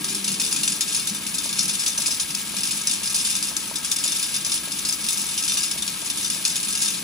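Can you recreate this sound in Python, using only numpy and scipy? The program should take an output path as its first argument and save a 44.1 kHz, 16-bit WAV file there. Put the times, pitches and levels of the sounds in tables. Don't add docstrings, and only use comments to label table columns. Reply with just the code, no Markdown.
import sys
import numpy as np
from scipy import signal
from scipy.fft import rfft, irfft, next_fast_len
from scipy.io import wavfile
from scipy.ndimage import map_coordinates

SR = 44100
rng = np.random.default_rng(int(sys.argv[2]) if len(sys.argv) > 2 else 0)


def wrap_up_sound(samples):
    columns = np.atleast_2d(samples).T
    tamed = np.clip(columns, -1, 1)
    steps = np.round(tamed * 32767).astype(np.int16)
    wavfile.write(sys.argv[1], SR, steps)


N = 310023
TIME_S = np.arange(N) / SR


def from_db(db):
    return 10 ** (np.asarray(db) / 20)


def unit_rms(x):
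    return x / np.sqrt(np.mean(x ** 2) + 1e-20)


def decay(t, t60_s):
    return np.exp(-np.log(1000) * t / t60_s)


def at_hz(table, hz):
    known_hz, values = np.transpose(table)
    return np.interp(np.log(hz + 1), np.log(known_hz + 1), values)


def colour(x, spectrum, taps=1024):
    gain = unit_rms(from_db(at_hz(spectrum, np.fft.rfftfreq(taps, 1 / SR))))
    cepstrum = irfft(np.log(gain))
    cepstrum[1:taps // 2] *= 2
    cepstrum[taps // 2 + 1:] = 0
    impulse = irfft(np.exp(rfft(cepstrum)))
    return signal.oaconvolve(x, impulse[None], axes=1)[:, :N]


def resonate(x, hz, width_hz):
    r = np.exp(-np.pi * width_hz / SR)
    numerator = np.array([1, 0, -1]) * (1 - r * r) / 2
    denominator = [1, -2 * r * np.cos(2 * np.pi * hz / SR), r * r]
    return signal.lfilter(numerator, denominator, x + 1e-18)


def with_modes(x, modes, ring_db):
    return x + sum(from_db(db + ring_db) * resonate(x, hz, width_hz) for hz, width_hz, db in modes)


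def tick_power(per_s, spread_db, t60_s):
    hits = (rng.random(N) < per_s / SR) * from_db(spread_db * (2 * rng.random(N) - 1))
    power = signal.lfilter([1], [1, -decay(1 / SR, t60_s) ** 2], hits ** 2 + 1e-18)
    return power / power.mean()


def waver(per_s):
    return unit_rms(map_coordinates(rng.standard_normal(2048), [TIME_S * per_s], order=3, mode="wrap"))


def white_noise():
    return rng.standard_normal((2, N))


def mid_only(x):
    return x[:N] * np.array([[1], [0]])


def heap(t, turn_s=1.262, arrival_s=0.53):
    return np.cos(2 * np.pi * (t - arrival_s) / turn_s)


# f/Hz, width/Hz, gain/dB
STEEL_MODES = [(2530, 40, -3), (2778, 34, 4), (3555, 42, 3), (3604, 28, 9), (3886, 45, -6), (4274, 36, 1),
               (4560, 60, -7), (4905, 45, -5), (5060, 40, 8), (5118, 36, 6), (5193, 32, 7), (5357, 45, -4),
               (5465, 36, 0), (5783, 22, 2), (5856, 22, 2), (5975, 36, 1), (6028, 45, 7), (6417, 36, 1),
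               (6599, 36, 0), (6958, 48, 4), (7219, 42, 2), (7555, 50, -1), (7744, 40, 4), (8215, 60, -3),
               (9520, 50, 1), (9645, 45, -2), (9850, 45, -3), (10040, 50, -3), (10710, 50, -4),
               (11203, 50, 1)]
# f/Hz, level/dB
SLIDE_SPECTRUM = [(700, -28), (1900, -18), (2350, 0), (3300, 1), (4200, 1), (5200, -1), (7200, -1.5),
                  (8300, 7), (8800, -2), (9700, 3.5), (11000, 1), (12600, -16), (14200, -27), (15700, -25)]


def sliding_pins(level_db=-30, swell_db=0.8, waver_db=0.5, grain_share=0.56):
    ticks = tick_power(per_s=230, spread_db=1.0, t60_s=0.068)
    friction = np.sqrt(1 - grain_share + grain_share * ticks) * white_noise()
    rub = with_modes(friction, STEEL_MODES, ring_db=-13.0)
    envelope_db = level_db + swell_db * heap(TIME_S) + waver_db * waver(per_s=3.7)
    return from_db(envelope_db) * unit_rms(colour(rub, SLIDE_SPECTRUM))


# t/s, level/dB
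RUMBLE_LEVELS = [(0.0, -36), (0.25, -44.5), (0.29, -36.5), (0.53, -42), (0.6, -37.5), (0.76, -42),
                 (1.55, -42), (1.59, -38.5), (1.8, -43.5), (5.29, -43.5), (6.99, -42), (7.03, -38)]
# f/Hz, level/dB
RUMBLE_SPECTRUM = [(40, -33), (90, -14.5), (125, -5), (170, 0), (230, -0.5), (310, -2), (400, -7.5),
                   (600, -17), (1000, -15), (2500, -50.5)]
# f/Hz, width/Hz, gain/dB
FRAME_MODES = [(153.4, 4.2, 3.5), (196.8, 20.4, 7.5), (238, 7, -7), (298.6, 16, 2)]


def drive_rumble():
    frame = with_modes(white_noise(), FRAME_MODES, ring_db=-1.5)
    envelope_db = np.interp(TIME_S, *np.transpose(RUMBLE_LEVELS))
    return from_db(envelope_db) * unit_rms(colour(frame, RUMBLE_SPECTRUM, taps=8192))


# f/Hz, level/dB
SCUFF_SPECTRUM = [(250, -18.5), (500, -2.5), (730, -3.5), (900, 2.5), (1250, -2), (1450, -1), (1750, -1),
                  (2100, 0.5), (3000, -19)]
# f/Hz, width/Hz, gain/dB
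WALL_MODES = [(915, 55, -11.5), (1166, 14, 2), (1289, 24, 8), (1635, 41, 6), (2220, 10.3, 11)]


def disc_scuff(level_db=-42.0):
    wall = with_modes(white_noise(), WALL_MODES, ring_db=3.5)
    return from_db(level_db) * unit_rms(colour(wall, SCUFF_SPECTRUM, taps=2048))


# t/s, length/s, f/Hz, level/dB
HUMS = [(0.0, 0.43, 199, -42), (0.0, 0.26, 386, -48.5), (0.0, 0.21, 404, -54), (0.216, 0.33, 447, -51),
        (0.555, 0.5, 417, -58)]


def hums(waver_db=2):
    out = np.zeros(N)
    for start_s, length_s, hz, db in HUMS:
        progress = np.clip((TIME_S - start_s) / length_s, 0, 1)
        swell = np.sqrt(np.abs(np.sin(np.pi * progress)))
        tone = np.sqrt(2) * np.sin(2 * np.pi * hz * TIME_S)
        out += from_db(db + waver_db * waver(per_s=13.1)) * swell * tone
    return mid_only(out)


def air_nozzle(hz=14875, width_hz=110, level_db=-44, flutter_db=2.0):
    jet = resonate(white_noise(), hz, width_hz)
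    whistle = resonate(jet, hz, 2 * width_hz)
    flutter = from_db(flutter_db * waver(per_s=110))
    return from_db(level_db) * unit_rms(flutter * whistle)


# f/Hz, level/dB
DRONE_SPECTRUM = [(20, -20), (35, -5), (48, -1.5), (80, 1), (120, -3), (250, -16.5), (1000, -50)]


def hall_drone(level_db=-55.5):
    return from_db(level_db) * unit_rms(colour(white_noise(), DRONE_SPECTRUM, taps=8192))


# t/s, level/dB, chatter t60/s
STRIKES = [(0.043, -16, 0.078), (0.095, -19, 0.09), (0.147, -18.0, 0.075), (0.243, -18, 0.073),
           (0.278, -17, 0.29), (0.342, -21, 0.042), (0.398, -15, 0.3), (0.448, -19.5, 0.3),
           (0.525, -16, 0.081), (0.562, -17, 0.24), (0.632, -15.5, 0.14), (0.677, -15, 0.11),
           (0.72, -22, 0.19), (0.808, -14, 0.085), (0.88, -19, 0.19), (0.923, -22, 0.18),
           (0.946, -16, 0.07), (0.973, -22, 0.18), (0.997, -22, 0.21), (1.072, -16, 0.12),
           (1.147, -22.5, 0.09), (1.266, -18.0, 0.098), (1.342, -24.5, 0.17), (1.381, -19, 0.054),
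           (1.437, -20, 0.19), (1.49, -20.5, 0.073), (1.528, -20, 0.1), (1.586, -13.5, 0.27),
           (1.693, -17, 0.17), (1.752, -20, 0.081), (1.794, -19, 0.18), (1.835, -18.5, 0.05),
           (1.862, -12.5, 0.27), (1.976, -18.5, 0.29), (2.017, -19.5, 0.18), (2.059, -17, 0.25),
           (2.107, -20.5, 0.24), (2.198, -16, 0.1), (2.304, -24.0, 0.059), (2.348, -21, 0.13),
           (2.566, -17.5, 0.18), (2.633, -17, 0.24), (2.708, -17, 0.18), (2.814, -22, 0.05),
           (2.871, -15.5, 0.26), (2.911, -17.5, 0.24), (3.032, -18.5, 0.47), (3.073, -17, 0.043),
           (3.104, -25, 0.29), (3.144, -16.5, 0.39), (3.198, -19.5, 0.19), (3.248, -13.5, 0.29),
           (3.299, -17, 0.22), (3.352, -19, 0.22), (3.426, -15, 0.23), (3.485, -20, 0.081),
           (3.566, -15.5, 0.077), (3.629, -30, 0.3), (3.757, -17, 0.081), (3.847, -18.5, 0.2),
           (3.913, -17.0, 0.11), (3.96, -18, 0.087), (3.986, -20.5, 0.15), (4.039, -15.5, 0.22),
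           (4.12, -15.5, 0.084), (4.16, -21, 0.18), (4.195, -23, 0.19), (4.227, -19, 0.19),
           (4.341, -16, 0.24), (4.447, -16.5, 0.14), (4.496, -23.5, 0.093), (4.518, -15.0, 0.27),
           (4.718, -24, 0.087), (4.789, -20, 0.058), (4.85, -19.5, 0.12), (4.887, -19.5, 0.11),
           (4.924, -17, 0.09), (5.042, -31, 0.24), (5.065, -25, 0.067), (5.086, -17.5, 0.18),
           (5.124, -20.5, 0.24), (5.173, -18, 0.22), (5.206, -23.5, 0.23), (5.287, -20, 0.12),
           (5.376, -16.5, 0.22), (5.423, -21.5, 0.12), (5.436, -20, 0.058), (5.478, -14.5, 0.29),
           (5.518, -17.5, 0.083), (5.571, -13.5, 0.2), (5.631, -17.5, 0.29), (5.712, -17.5, 0.078),
           (5.822, -18.0, 0.06), (5.877, -17.0, 0.079), (6.059, -22, 0.07), (6.1, -14.5, 0.067),
           (6.173, -24, 0.22), (6.245, -19.5, 0.27), (6.3, -17.5, 0.12), (6.345, -21.5, 0.28),
           (6.451, -13.5, 0.27), (6.497, -20.0, 0.15), (6.556, -16, 0.23), (6.629, -19, 0.077),
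           (6.683, -19.5, 0.28), (6.751, -17.5, 0.076), (6.774, -22.0, 0.19), (6.803, -21.5, 0.27),
           (6.819, -17, 0.36), (6.88, -17.5, 0.21)]


def rebounding_strikes(rebounds=3, flight_s=0.02, scatter=0.3, rebound_db=-0.5, max_t60_s=0.11):
    flights_s = flight_s * (1 + scatter * rng.uniform(-1, 1, (len(STRIKES), rebounds)))
    contacts = []
    for (at_s, db, t60_s), delays_s in zip(STRIKES, np.cumsum(flights_s, axis=1)):
        contact_t60_s = min(t60_s, max_t60_s)
        contacts.append((at_s, db, contact_t60_s))
        for delay_s in delays_s[delays_s < t60_s / 3]:
            contacts.append((at_s + delay_s, db + rebound_db - 60 * delay_s / t60_s, contact_t60_s))
    return [row for row in contacts if row[0] < TIME_S[-1]]


def light_touches(count=45, level_db=-27.5, swell_db=2.0, spread_db=2.5, t60_s=0.12):
    times_s = rng.random(count) * N / SR
    levels_db = level_db + swell_db * heap(times_s) + spread_db * rng.standard_normal(count)
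    return [(at_s, db, t60_s) for at_s, db in zip(times_s, levels_db)]


# f/Hz, level/dB
STRIKE_SPECTRUM = [(400, -35), (1300, -10.5), (2000, -14.5), (2450, -5.5), (3200, -6), (4200, -2),
                   (5400, -2), (7400, -1), (8300, 2.5), (8800, 6.5), (9700, 2.5), (11200, -4.5),
                   (12700, -13), (15700, -14.5)]


def pin_clinks(contacts, gain_db=-3.5, crack_db=-14.0, full_blow_db=-23.5, ring_db=2.0, spot_range_db=18):
    crack_power, chatter_power, treble_boost = np.zeros((3, N))
    latest_contact = np.zeros(N, int)
    treble_scatter_db = 2.5 * rng.standard_normal(len(contacts))
    for k, (at_s, db, t60_s) in enumerate(contacts):
        start = round(at_s * SR)
        t = np.arange(min(SR // 7, N - start)) / SR
        span = slice(start, start + len(t))
        blow = from_db(db) * (1 - decay(t, 0.0015))
        crack_power[span] += (blow * from_db(crack_db) * decay(t, 0.009)) ** 2
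        chatter_power[span] += (blow * decay(t, t60_s)) ** 2
        treble_db = 0.5 * (full_blow_db - db) + treble_scatter_db[k]
        treble_boost[span] = from_db(treble_db) - 1
        latest_contact[start:] = k
    bounces = 0.5 + 0.5 * tick_power(per_s=620, spread_db=7.0, t60_s=0.015)
    force = np.sqrt(crack_power + chatter_power * bounces) * white_noise()
    highpass = signal.butter(1, 7500, "high", fs=SR, output="sos")
    force += treble_boost * signal.sosfilt(highpass, force)
    spot_gain = from_db(ring_db + spot_range_db * (rng.random((len(contacts), len(STEEL_MODES))) - 0.5))
    ringing = sum(from_db(db) * resonate(force * spot_gain[latest_contact, mode], hz, width_hz)
                  for mode, (hz, width_hz, db) in enumerate(STEEL_MODES))
    return from_db(gain_db) * colour(force + ringing, STRIKE_SPECTRUM)


def pin_tinks(contacts, gain_db=-14.0, partials=4, range_hz=(2400, 11400)):
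    out, t = np.zeros(N + SR), np.arange(SR // 12) / SR
    pitches_hz = rng.uniform(*range_hz, (len(contacts), partials))
    envelope = (1 - decay(t, 0.003)) * decay(t, 0.08)
    for (at_s, db, _), hz in zip(contacts, pitches_hz):
        start = round(at_s * SR)
        tones = np.sin(2 * np.pi * hz[:, None] * t).sum(axis=0)
        out[start:start + len(t)] += from_db(db + gain_db) * tones * envelope
    return mid_only(out)


# t/s, level/dB, hardness/(dB/octave)
DROPS = [(0.776, -45, 3), (1.457, -35, -2), (1.989, -35.5, 1), (2.087, -34.5, -4), (2.542, -38, 1),
         (3.016, -41, -3), (3.515, -38, -2), (3.713, -33, 2), (4.055, -36, -8), (4.466, -39, -3),
         (4.676, -37, -5), (5.551, -43, 5), (5.76, -35, -15), (6.023, -35, -8), (6.363, -37.5, -4)]
# f/Hz, gain/dB, t60/s
BOX_MODES = [(597.7, -5, 0.065), (663.3, -2, 0.073), (930.7, 6.5, 0.028)]


def box_drops():
    out, t = np.zeros(N + SR), np.arange(SR // 8) / SR
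    hz, mode_db, t60_s = np.transpose(BOX_MODES)[:, :, None]
    ringing = np.sin(2 * np.pi * hz * t) * decay(t, t60_s)
    octaves = np.log2(hz / hz[0])
    for at_s, db, db_per_octave in DROPS:
        start = round(at_s * SR)
        gains = from_db(db + mode_db + db_per_octave * octaves)
        out[start:start + len(t)] += np.sum(gains * ringing, axis=0)
    return mid_only(out)


# t/s, level/dB
THUMPS = [(1.106, -31.5), (1.281, -34)]


def frame_thumps(hz=201.3, length_s=0.032):
    out = np.zeros(N)
    for at_s, db in THUMPS:
        t = TIME_S - at_s
        envelope = np.sin(np.pi * np.clip(t / length_s, 0, 1))
        out += from_db(db) * envelope * np.sin(2 * np.pi * hz * t)
    return mid_only(out)


def hall_reverb(x, gain_db=-22, t60_s=0.52, predelay_s=0.015, cutoff_hz=6000):
    t = np.arange(SR) / SR
    tail = rng.standard_normal((2, SR)) * decay(t, t60_s) * (t > predelay_s)
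    lowpass = signal.butter(1, cutoff_hz, fs=SR, output="sos")
    tail = signal.sosfilt(lowpass, unit_rms(tail) / np.sqrt(SR))
    return from_db(gain_db) * signal.fftconvolve(x, tail, axes=1)[:, :N]


# f/Hz, coherence/1
PORT_COHERENCE = [(30, 0.43), (200, 1), (450, 0.75), (750, 0.2), (1200, 0.65), (1800, 0.61), (2500, 0.79),
                  (3300, 0.3), (5200, 0.85), (7500, 0.47), (8300, 0.98), (9800, 0.53), (10600, 0.9),
                  (15500, 0.7)]
# f/Hz, level/dB
PORT_BALANCE = [(30, 3.5), (300, 0.5), (520, 3), (720, 9.5), (1200, 5.5), (1900, 6.5), (2450, 2),
                (3400, 8.5), (4500, 4.5), (5300, 5), (6500, 1.5), (7600, 7), (8100, 0), (16000, 0)]
# f/Hz, phase/rad
PORT_PHASE = [(0, 0), (480, 0), (690, 1.0), (1000, .4), (1450, 1.0), (2100, 0), (2800, 1.3), (3600, .7),
              (5000, .8), (6200, -.4), (6800, 0), (7700, -1.5), (8000, -3.4), (8900, -3.6), (10300, -6.3),
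              (11700, -6.3), (12500, -9.4), (14400, -9.4), (15200, -12.6)]


def microphone_ports(field):
    size = next_fast_len(N + SR // 10)
    hz = np.fft.rfftfreq(size, 1 / SR)
    mid, side = rfft(field, size)
    sign = np.array([[1], [-1]])
    coherence = at_hz(PORT_COHERENCE, hz)
    left_right = np.sqrt(1 + coherence) * mid + sign * np.sqrt(1 - coherence) * side
    shading = from_db(sign * at_hz(PORT_BALANCE, hz) / 2)
    shading /= np.sqrt(np.sum(shading ** 2, axis=0))
    phase_shift = np.exp(0.5j * sign * np.interp(hz, *np.transpose(PORT_PHASE)))
    return irfft(shading * phase_shift * left_right, size)[:, :N]


def scene():
    contacts = sorted(rebounding_strikes() + light_touches())
    impacts = pin_clinks(contacts) + pin_tinks(contacts) + box_drops() + frame_thumps()
    bed = sliding_pins() + drive_rumble() + disc_scuff() + hums() + air_nozzle() + hall_drone()
    return microphone_ports(impacts + hall_reverb(impacts) + bed)


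def record(dry, cutoff_hz=15750):
    return signal.sosfilt(signal.ellip(12, 0.1, 80, cutoff_hz, fs=SR, output="sos"), dry)


dry = scene()
out = record(dry)
wrap_up_sound(out)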